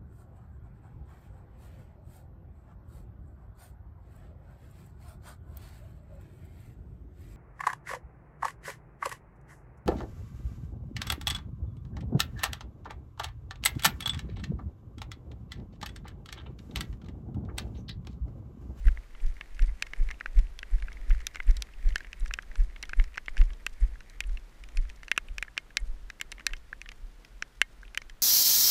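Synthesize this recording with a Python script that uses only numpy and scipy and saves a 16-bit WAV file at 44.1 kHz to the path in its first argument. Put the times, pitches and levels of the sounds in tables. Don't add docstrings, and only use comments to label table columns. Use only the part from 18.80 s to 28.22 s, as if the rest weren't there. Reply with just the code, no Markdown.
import sys
import numpy as np
from scipy import signal
from scipy.fft import rfft, irfft
from scipy.io import wavfile
from scipy.ndimage import uniform_filter1d

SR = 44100
rng = np.random.default_rng(int(sys.argv[2]) if len(sys.argv) > 2 else 0)


def output_pcm(signal):
    pcm = np.clip(np.atleast_2d(signal).T, -1, 1) * 32767
    wavfile.write(sys.argv[1], SR, np.round(pcm).astype(np.int16))


def boost(x):
    u = np.asarray(x, float) / 20
    return 10 ** u


N = 415422

# frequency in Hz, level in dB per Hz.
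HISS_COLOUR = [(59, -24), (100, 3.5), (138, -2.5), (389, -13.5), (424, -13), (818, -15), (872, -14.5),
               (1420, -11.5), (14700, -32), (16000, -38)]
# time in seconds, level in dB against a full run.
EFFORT = [(0.0, -15), (0.21, -7.5), (1.21, -2), (1.7, -9), (2.2, 0.52), (2.6, 0), (3.25, -1.5), (3.88, -7),
          (4.69, -5.5), (6.2, -9), (6.6, -22), (7.34, -23), (7.69, -8), (8.3, -23), (9.42, -24)]
# time in seconds, level in dB, spread in seconds.
LURCHES = [
    (0.02, -32.5, 0.037),
    (1.6, -26.5, 0.034),
    (2.3, -44, .2),
    (4.98, -71, 0.053),
    (5.5, -29, 0.061),
    (6.06, -33.5, 0.043),
    (6.58, -36, 0.055),
    (7.15, -39, 0.086),
    (7.9, -54.5, 0.18),
    (9.0, -55, 0.31),
]
# start in seconds, depth of the pressure dip in dB, swing in Hz, rebound delay in seconds.
STEPS = [(0.073, -6.5, 41, 0.04), (0.446, -16.5, 26.3, 0.051), (0.824, -11, 34.5, 0.06),
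         (1.208, -14.5, 29.3, 0.059), (1.582, -8.5, 38.3, 0.045), (1.94, -14.5, 36.4, 0.091),
         (2.31, -10, 34, 0.052), (2.695, -8, 36.8, 0.039), (3.065, -12.5, 32, 0.058),
         (3.423, -21, 34.4, 0.072), (3.8, -12.5, 35.6, 0.033), (4.195, -9.5, 35, 0.036),
         (4.608, -6.5, 33.5, 0.036), (5.03, -12, 42, 0.023), (5.494, -29.5, 35.4, 0.055),
         (5.983, -16.5, 32.5, 0.037), (6.506, -31, 41.7, 0.05), (7.023, -28.5, 41.2, 0.072),
         (7.088, -32.5, 21, 0.055), (7.713, -32.5, 29, 0.037), (8.231, -38, 39, 0.029)]
# mode in Hz, level in dB, 60 dB decay in seconds.
KNOCK_MODES = [(1298, -9.5, 0.0036), (1654, 0.5, 0.0078), (2060, -13, 0.012), (2399, 1.5, 0.0033),
               (2720, 2, 0.0046), (3300, -15.5, 0.0011)]
# mode in Hz, level in dB, 60 dB decay in seconds.
CRACK_MODES = [(3900, 7.5, 0.0051), (4176, 8.5, 0.0057), (5640, 14, 0.0017), (6905, 12, 0.0017),
               (6980, 8.5, 0.003), (9630, 4, 0.0017), (10240, 4, 0.0014), (13400, -13.5, 0.004)]
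# mode in Hz, level in dB, 60 dB decay in seconds.
RING_MODES = [(1860, -10.5, 0.13), (2148, -0.5, 0.058), (3070, -7.5, 0.049)]
# pitch in Hz, low thump and after-ring in dB against the peak.
FACES = [(1680, -12.5, -48), (1647, -14, -28), (2167, -8.5, -42), (2500, -19, -37.5), (3240, -21, -51)]
# start in seconds, peak in dB, crack in dB against the peak.
BACK = [(0.0831, -28, -16), (0.6107, -25, -18), (0.7935, -28, -14), (1.0667, -37, -16),
        (1.2883, -32.5, -12), (1.3117, -28, -6), (2.3053, -31, -23), (2.547, -36, -6), (3.089, -42.5, 0),
        (4.028, -28.5, 3.5), (4.094, -32.5, -4.5), (4.5693, -28, -12), (6.0518, -44, -16),
        (6.282, -31, -9.5), (6.681, -36.5, -42), (7.5962, -35, -16), (7.7347, -24, -10), (8.0597, -37, -27),
        (9.0309, -40.5, -16), (9.2972, -38, -3.5)]
# start in seconds, peak in dB, crack in dB against the peak.
FLANK = [(0.892, -42.5, -29), (1.4093, -25, -26), (1.4598, -21, -26), (1.8301, -24.5, -19),
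         (2.0834, -32.5, -30), (2.348, -37, -24), (2.602, -23, -28), (3.2057, -32.5, -16),
         (3.4595, -35, -7), (3.5102, -26, -28), (3.756, -35.5, -6), (4.3573, -39.5, -8),
         (4.6148, -28.5, -12), (5.2058, -39.5, -7), (7.3013, -29, -6), (7.607, -37.5, -17),
         (7.9291, -24.5, -29), (9.1474, -29, -5), (3.6305, -44, -25), (3.715, -41.5, -18),
         (5.156, -43.5, -33), (6.648, -45, -21), (6.905, -44.5, -16)]
# start in seconds, peak in dB, crack in dB against the peak.
ROOF = [(0.1735, -34.5, -24), (1.135, -25.5, -15), (1.305, -30.5, -16), (1.5911, -39, -0.5),
        (2.0236, -33, -13), (2.1187, -37.5, -19), (2.17, -40, -30), (2.3116, -35, -26), (2.4045, -38.5, -9),
        (2.5576, -28, -6.5), (2.57, -37, -19), (3.1812, -41, 2), (3.2468, -35, -33), (3.962, -36.5, -18),
        (4.0358, -29.5, -24), (4.1982, -24.5, -21), (4.2405, -39.5, -2), (4.3738, -31.5, -11),
        (4.4827, -21.5, -29), (6.2322, -34, -8.5), (6.769, -34.5, -21), (7.399, -35.5, -10),
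        (7.524, -28.5, -7), (7.582, -38, -30), (7.7085, -42, -15), (8.1175, -36.5, -4), (9.218, -36, -6.5)]
# start in seconds, peak in dB, crack in dB against the peak.
FRONT = [(0.8223, -40, 2.5), (3.3308, -28, -9), (4.3433, -41, -12), (4.5792, -27.5, -10),
         (5.4386, -38.5, -11), (5.5727, -35.5, -16.5), (5.8382, -40, -3.5), (5.8883, -41, -5),
         (5.972, -30.5, 0), (6.0995, -36.5, -6.5), (6.3631, -39, -13), (6.485, -38, -22), (7.5183, -32, 5),
         (8.016, -29, -6), (8.0904, -29.5, -7), (9.0797, -44, -16), (1.342, -46, -20), (1.4015, -42, -12),
         (1.6692, -47, -21), (2, -47, -12), (4.587, -41, -3), (9.052, -47, -15)]
# start in seconds, peak in dB, crack in dB against the peak.
RIM = [(0.4635, -48.5, 0), (1.791, -27.5, -3), (2.1288, -47, 1.5), (2.297, -50, 5.5), (2.7096, -47.5, 6),
       (2.7683, -42.5, 12), (2.8227, -23, 2.5), (3.4063, -63.5, 17), (3.48, -49, 8.5), (3.6238, -48, 5),
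       (4.0542, -42, -2), (4.46, -46, 1), (4.734, -46, -1), (6.094, -48, -2.5), (7.767, -47, 0.5)]
# start in seconds, peak in dB, pitch of the struck spot in Hz,
# crack in dB against the peak, top of the crack in dB against its body.
HEAVY = [(1.0244, -15.5, 2550, -3, -2), (2.4689, -20.5, 3300, 5, 2.5), (3.1584, -15.5, 1870, -7, 0.1),
         (3.5388, -20, 2500, -1, -2), (3.588, -19.5, 1670, -29, 6), (4.1332, -19.5, 1656, -24.5, 0.1),
         (4.3791, -19.5, 1663, -14.5, -14), (4.8655, -17.5, 1620, -5, 5.5), (5.4057, -17.5, 2500, -5, 2),
         (6.316, -9, 2395, -10.5, 6), (6.3778, -9.5, 1620, -8.5, 9.5), (6.5827, -20, 2520, -7.5, 2.5),
         (6.6264, -17, 2410, -10.5, 7), (6.7783, -13.5, 2490, -9, -5.5), (6.9705, -11, 2510, -1, -7),
         (7.4137, -18.5, 2390, -2, 5), (7.667, -14.5, 2500, 2, 3), (8.624, -18, 1630, -7, -10),
         (8.8162, -4.5, 2400, -9.5, 6.5), (9.1754, -14, 2450, -6.5, 9)]


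def rms_one(x):
    return x / np.sqrt(np.mean(x ** 2) + 1e-20)


def peak_one(rows):
    return rows / np.abs(rows).max(axis=1, keepdims=True)


def in_time(rows):
    s, *columns = np.transpose(rows)
    return [np.interp(np.arange(N) / SR, s, c) for c in columns]


def band(x, low_hz, high_hz, order=2):
    return signal.sosfilt(signal.butter(order, [low_hz, high_hz], "band", fs=SR, output="sos"), x)


def drift(rate_hz):
    r = np.exp(-80 * np.pi * rate_hz / SR)
    slow = signal.lfilter([1], [1, -2 * r, r * r], rng.standard_normal(N // 40 + 2002))[2000:]
    return np.interp(np.arange(N) / 40, np.arange(len(slow)), rms_one(slow))


def ring(x, hz, t60):
    r, w = boost(-60 / (t60 * SR)), 2 * np.pi * hz / SR
    return signal.lfilter([0, np.sin(w)], [1, -2 * r * np.cos(w), r * r], x + 1e-18)


def lobe(t, width):
    return np.exp(-.5 * (t / width) ** 2)


def hiss():
    hz = np.maximum(np.fft.rfftfreq(N, 1 / SR), 1)
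    point_hz, point_db = np.transpose(HISS_COLOUR)
    colour = boost(np.interp(np.log(hz), np.log(point_hz), point_db))
    return boost(-63.5) * rms_one(irfft(rfft(rng.standard_normal(N)) * colour, N))


def wind(effort_db, stride_db):
    wind_db = -56.5 + 0.16 * effort_db + 0.63 * stride_db
    spray_db = -76.5 + 0.15 * effort_db
    noise = rng.standard_normal((2, N))
    low = boost(wind_db - 7.5 + 2.0 * drift(6.7)) * rms_one(band(noise[0], 110, 440, order=1))
    droplets = rms_one(band(noise[1] * boost(8.3 * drift(90)), 2300, 7300))
    return low + boost(spray_db - 2.5 + 6.3 * drift(42)) * droplets


def through_shell(x, hump_hz, bright_db):
    hump = ring(x, hump_hz, .006) - .8 * ring(x, 1.22 * hump_hz, .005)
    return rms_one(band(hump, 770, 5600)) + boost(bright_db) * rms_one(band(x, 1700, 7000, order=1))


def rustle(level_db):
    sizes = boost(13.0 * np.minimum(rng.exponential(1, N), 3)) * rng.choice([-1, 1], N)
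    clicks = rms_one(sizes * (rng.random(N) < 300 * boost(5 * drift(5)) / SR))
    rub = rng.standard_normal(N) * boost(3 * drift(25))
    return boost(level_db) * rms_one(through_shell(1.1 * clicks + rub, hump_hz=1874, bright_db=-10.0))


def sway(effort_db):
    t = np.arange(N) / SR
    level = boost(-41 + 0.31 * effort_db) + sum(boost(db) * lobe(t - s, spread) for s, db, spread in LURCHES)
    rumble = rms_one(band(rng.standard_normal(N + SR), 13.0, 46.7, order=4)[SR:])
    return level * boost(-4.0 + 1.15 * drift(5.0)) * rumble


def footfalls():
    out, shake, after = np.zeros((3, N))
    for s, db, hz, delay in STEPS:
        overshoot = 0.15 - 0.0575 * db
        rebound_db = min(-6.5, -23.5 - db)
        at = slice(max(round((s - .16) * SR), 0), round((s + .2) * SR))
        t, half = np.arange(N)[at] / SR - s, .5 / hz
        flight = -.1 * lobe(t + 0.0922, 0.0092)
        swing = 0.34 * lobe(t + half, 0.4 * half) - lobe(t, 0.32 * half) + overshoot * lobe(t - half, 0.37 * half)
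        rebound = -lobe(t - delay, 0.0045) + 0.92 * lobe(t - delay - .012, 0.0076)
        out[at] += boost(db) * (flight + swing + boost(rebound_db) * rebound)
        after[at] += boost(db) * lobe(t - .07, 0.044)
        shake[at] += boost(db) * lobe(t - .003, 0.014)
    noise = rng.standard_normal((2, N))
    wobble = boost(-26.5) * after * rms_one(band(noise[1], 25.0, 54.2, order=4))
    creak = boost(-39.0) * rms_one(band(noise[0], 27, 248))
    return out + wobble + shake * creak


def splashes():
    t, noise = np.arange(N) / SR, rng.standard_normal((3, N))
    grit = boost(5 * np.array([drift(120), drift(120), drift(120)]))
    dull = sum(boost(-42.5 + 1.1 * db) * lobe(t - s, 0.014) for s, db, *_ in STEPS)
    swish, flick = np.zeros((2, N))
    spread_db = -rng.standard_normal((len(STEPS), 2))
    for (s, db, *_), (first, second) in zip(STEPS, spread_db):
        bright_db = -65 + 5.4 * min(db + 29.5, 0)
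        swish += boost(bright_db + first) * lobe(t - s + 0.023, 0.0055)
        flick += boost(bright_db + second) * lobe(t - s - 0.042, 0.013)
    muffled = through_shell(noise[0] * grit[0], hump_hz=1790, bright_db=-9.5)
    swish = swish * rms_one(band(noise[1] * grit[1], 6900, 10500, order=3))
    flick = flick * rms_one(band(noise[2] * grit[2], 2100, 7900))
    return dull * muffled + swish + flick


def drizzle(count):
    place, face = rng.random((count, 2)).T
    size, crack = rng.standard_normal((count, 2)).T
    swept = np.cumsum(boost(1.3 * in_time(EFFORT)[0]))
    s = .01 + np.interp(place, swept / swept[-1], np.arange(N) / SR)
    peak_db = -43.5 + 3.5 * np.minimum(size, .6)
    crack_db = -19 + 15 * np.minimum(crack, 1)
    return zip(s, peak_db, crack_db, (4 * face ** 1.3).astype(int))


def struck(splat, modes, near_hz, focus_db, strength):
    total = 0
    for k, (hz, db, t60) in enumerate(modes):
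        level = boost(db - focus_db * np.abs(np.log2(hz / near_hz))) * strength[:, k]
        total = total + level * (-1) ** k * ring(splat, hz, t60)
    return total


def raindrops(rows, splat_s, ragged, focus_db, thump_db, tail_db):
    s, db, spot_hz, crack_db, top_db, low_db, ring_db = np.transpose(rows)[:, :, None]
    t = np.arange(2400) / SR
    chance = rng.standard_normal((len(s), 2 * len(t) + 17))
    splat = ragged * chance[:, :len(t)] * np.exp(-t / splat_s) - (t == 0)
    water = chance[:, len(t):2 * len(t)]
    strength = boost(1.6 * chance[:, -17:, None])

    spot = 0.91 * np.sin(2 * np.pi * spot_hz * t) * boost(-60 * t / 0.0069)
    knock = signal.fftconvolve(splat, spot, axes=1)[:, :len(t)]
    knock = knock + struck(splat, KNOCK_MODES, spot_hz, focus_db, strength)
    knock = peak_one(band(knock, 1073, 4640, order=3))
    crack = band(struck(splat, CRACK_MODES, 6500, 3, strength[:, 6:]), 3340, 16200)
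    crack = peak_one(crack + (boost(top_db) - 1) * band(crack, 6500, 17800))
    after = peak_one(band(struck(splat, RING_MODES, 2150, 3, strength[:, 14:]), 1300, 4300))
    blow = -1. * (t == 0) * np.ones_like(s)
    thump = boost(low_db + thump_db) * peak_one(band(ring(blow, 1266, 0.0064), 112, 740, order=1))
    run_off = boost(tail_db + .5 * crack_db) * rms_one(band(water, 1100, 3700)) * np.exp(-t / 0.0047)

    body = np.roll(knock + thump, 12, axis=1) + boost(crack_db) * crack
    body = body + boost(ring_db + 16 + 0.12 * db) * after
    out = np.zeros(N + len(t))
    starts = np.round((s[:, 0] - .0006) * SR).astype(int)
    for start, tick in zip(starts, boost(db) * (body + run_off)):
        out[start:start + len(t)] += tick
    return out[:N]


def rain():
    light = [(*row, k) for k, rows in enumerate([BACK, FLANK, ROOF, FRONT, RIM]) for row in rows]
    light += list(drizzle(count=28))
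    drops = list(HEAVY) + [(s, db, FACES[k][0], crack_db, 0) for s, db, crack_db, k in light]
    s, db, hz, crack_db, top_db = np.transpose(drops)
    face_hz, face_low_db, face_ring_db = np.transpose(FACES)
    low_db = np.interp(hz, face_hz, face_low_db)
    ring_db = np.interp(hz, face_hz, face_ring_db) + 0.42 * (crack_db + 11)
    rows = np.transpose([s, db, hz, crack_db, top_db, low_db, ring_db])
    db, crack_db = db[:, None], crack_db[:, None]
    small = np.clip((-29 - db) / 7, 0, 1)
    return raindrops(rows, splat_s=0.0017 + 0.00023 * small, ragged=.09 + 0.36 * small,
                     focus_db=9.5 - 0.41 * crack_db - 0.28 * (db + 18.5),
                     thump_db=-1.04 + 0.3 * small, tail_db=-20.0 + 3 * small - 0.31 * (db + 23))


def scene():
    effort_db, = in_time(EFFORT)
    stride_db = 3 * sum(lobe(np.arange(N) / SR - s, 0.069) for s, *_ in STEPS)
    air = hiss() + wind(effort_db, stride_db)
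    cloth = rustle(-62 + effort_db + stride_db)
    return (air + cloth + sway(effort_db) + footfalls() + splashes() + rain())[None]


def starve(x, from_hz, need_db):
    top = irfft(rfft(x) * (np.fft.rfftfreq(N, 1 / SR) > from_hz), N)
    level_db = 10 * np.log10(uniform_filter1d(top ** 2, size=256) + 1e-14)
    return x - top * uniform_filter1d(.9 * (level_db < need_db), size=200)


def low_pass(x):
    return signal.sosfilt(signal.butter(12, 16550, fs=SR, output="sos"), x)


def record(dry):
    x = signal.sosfilt(signal.butter(1, 6, "high", fs=SR, output="sos"), dry)
    busy_db = 10 * np.log10(uniform_filter1d(x ** 2, size=1800) + 1e-14) + 13 * drift(12)
    x = starve(x, 12900, np.where(busy_db > -30, -74, -120))
    x = starve(x, 15400, -84)
    x = signal.sosfilt(signal.cheby2(12, 60, 16800, fs=SR, output="sos"), x)
    return low_pass(x)


dry = scene()
out = record(dry)
output_pcm(out)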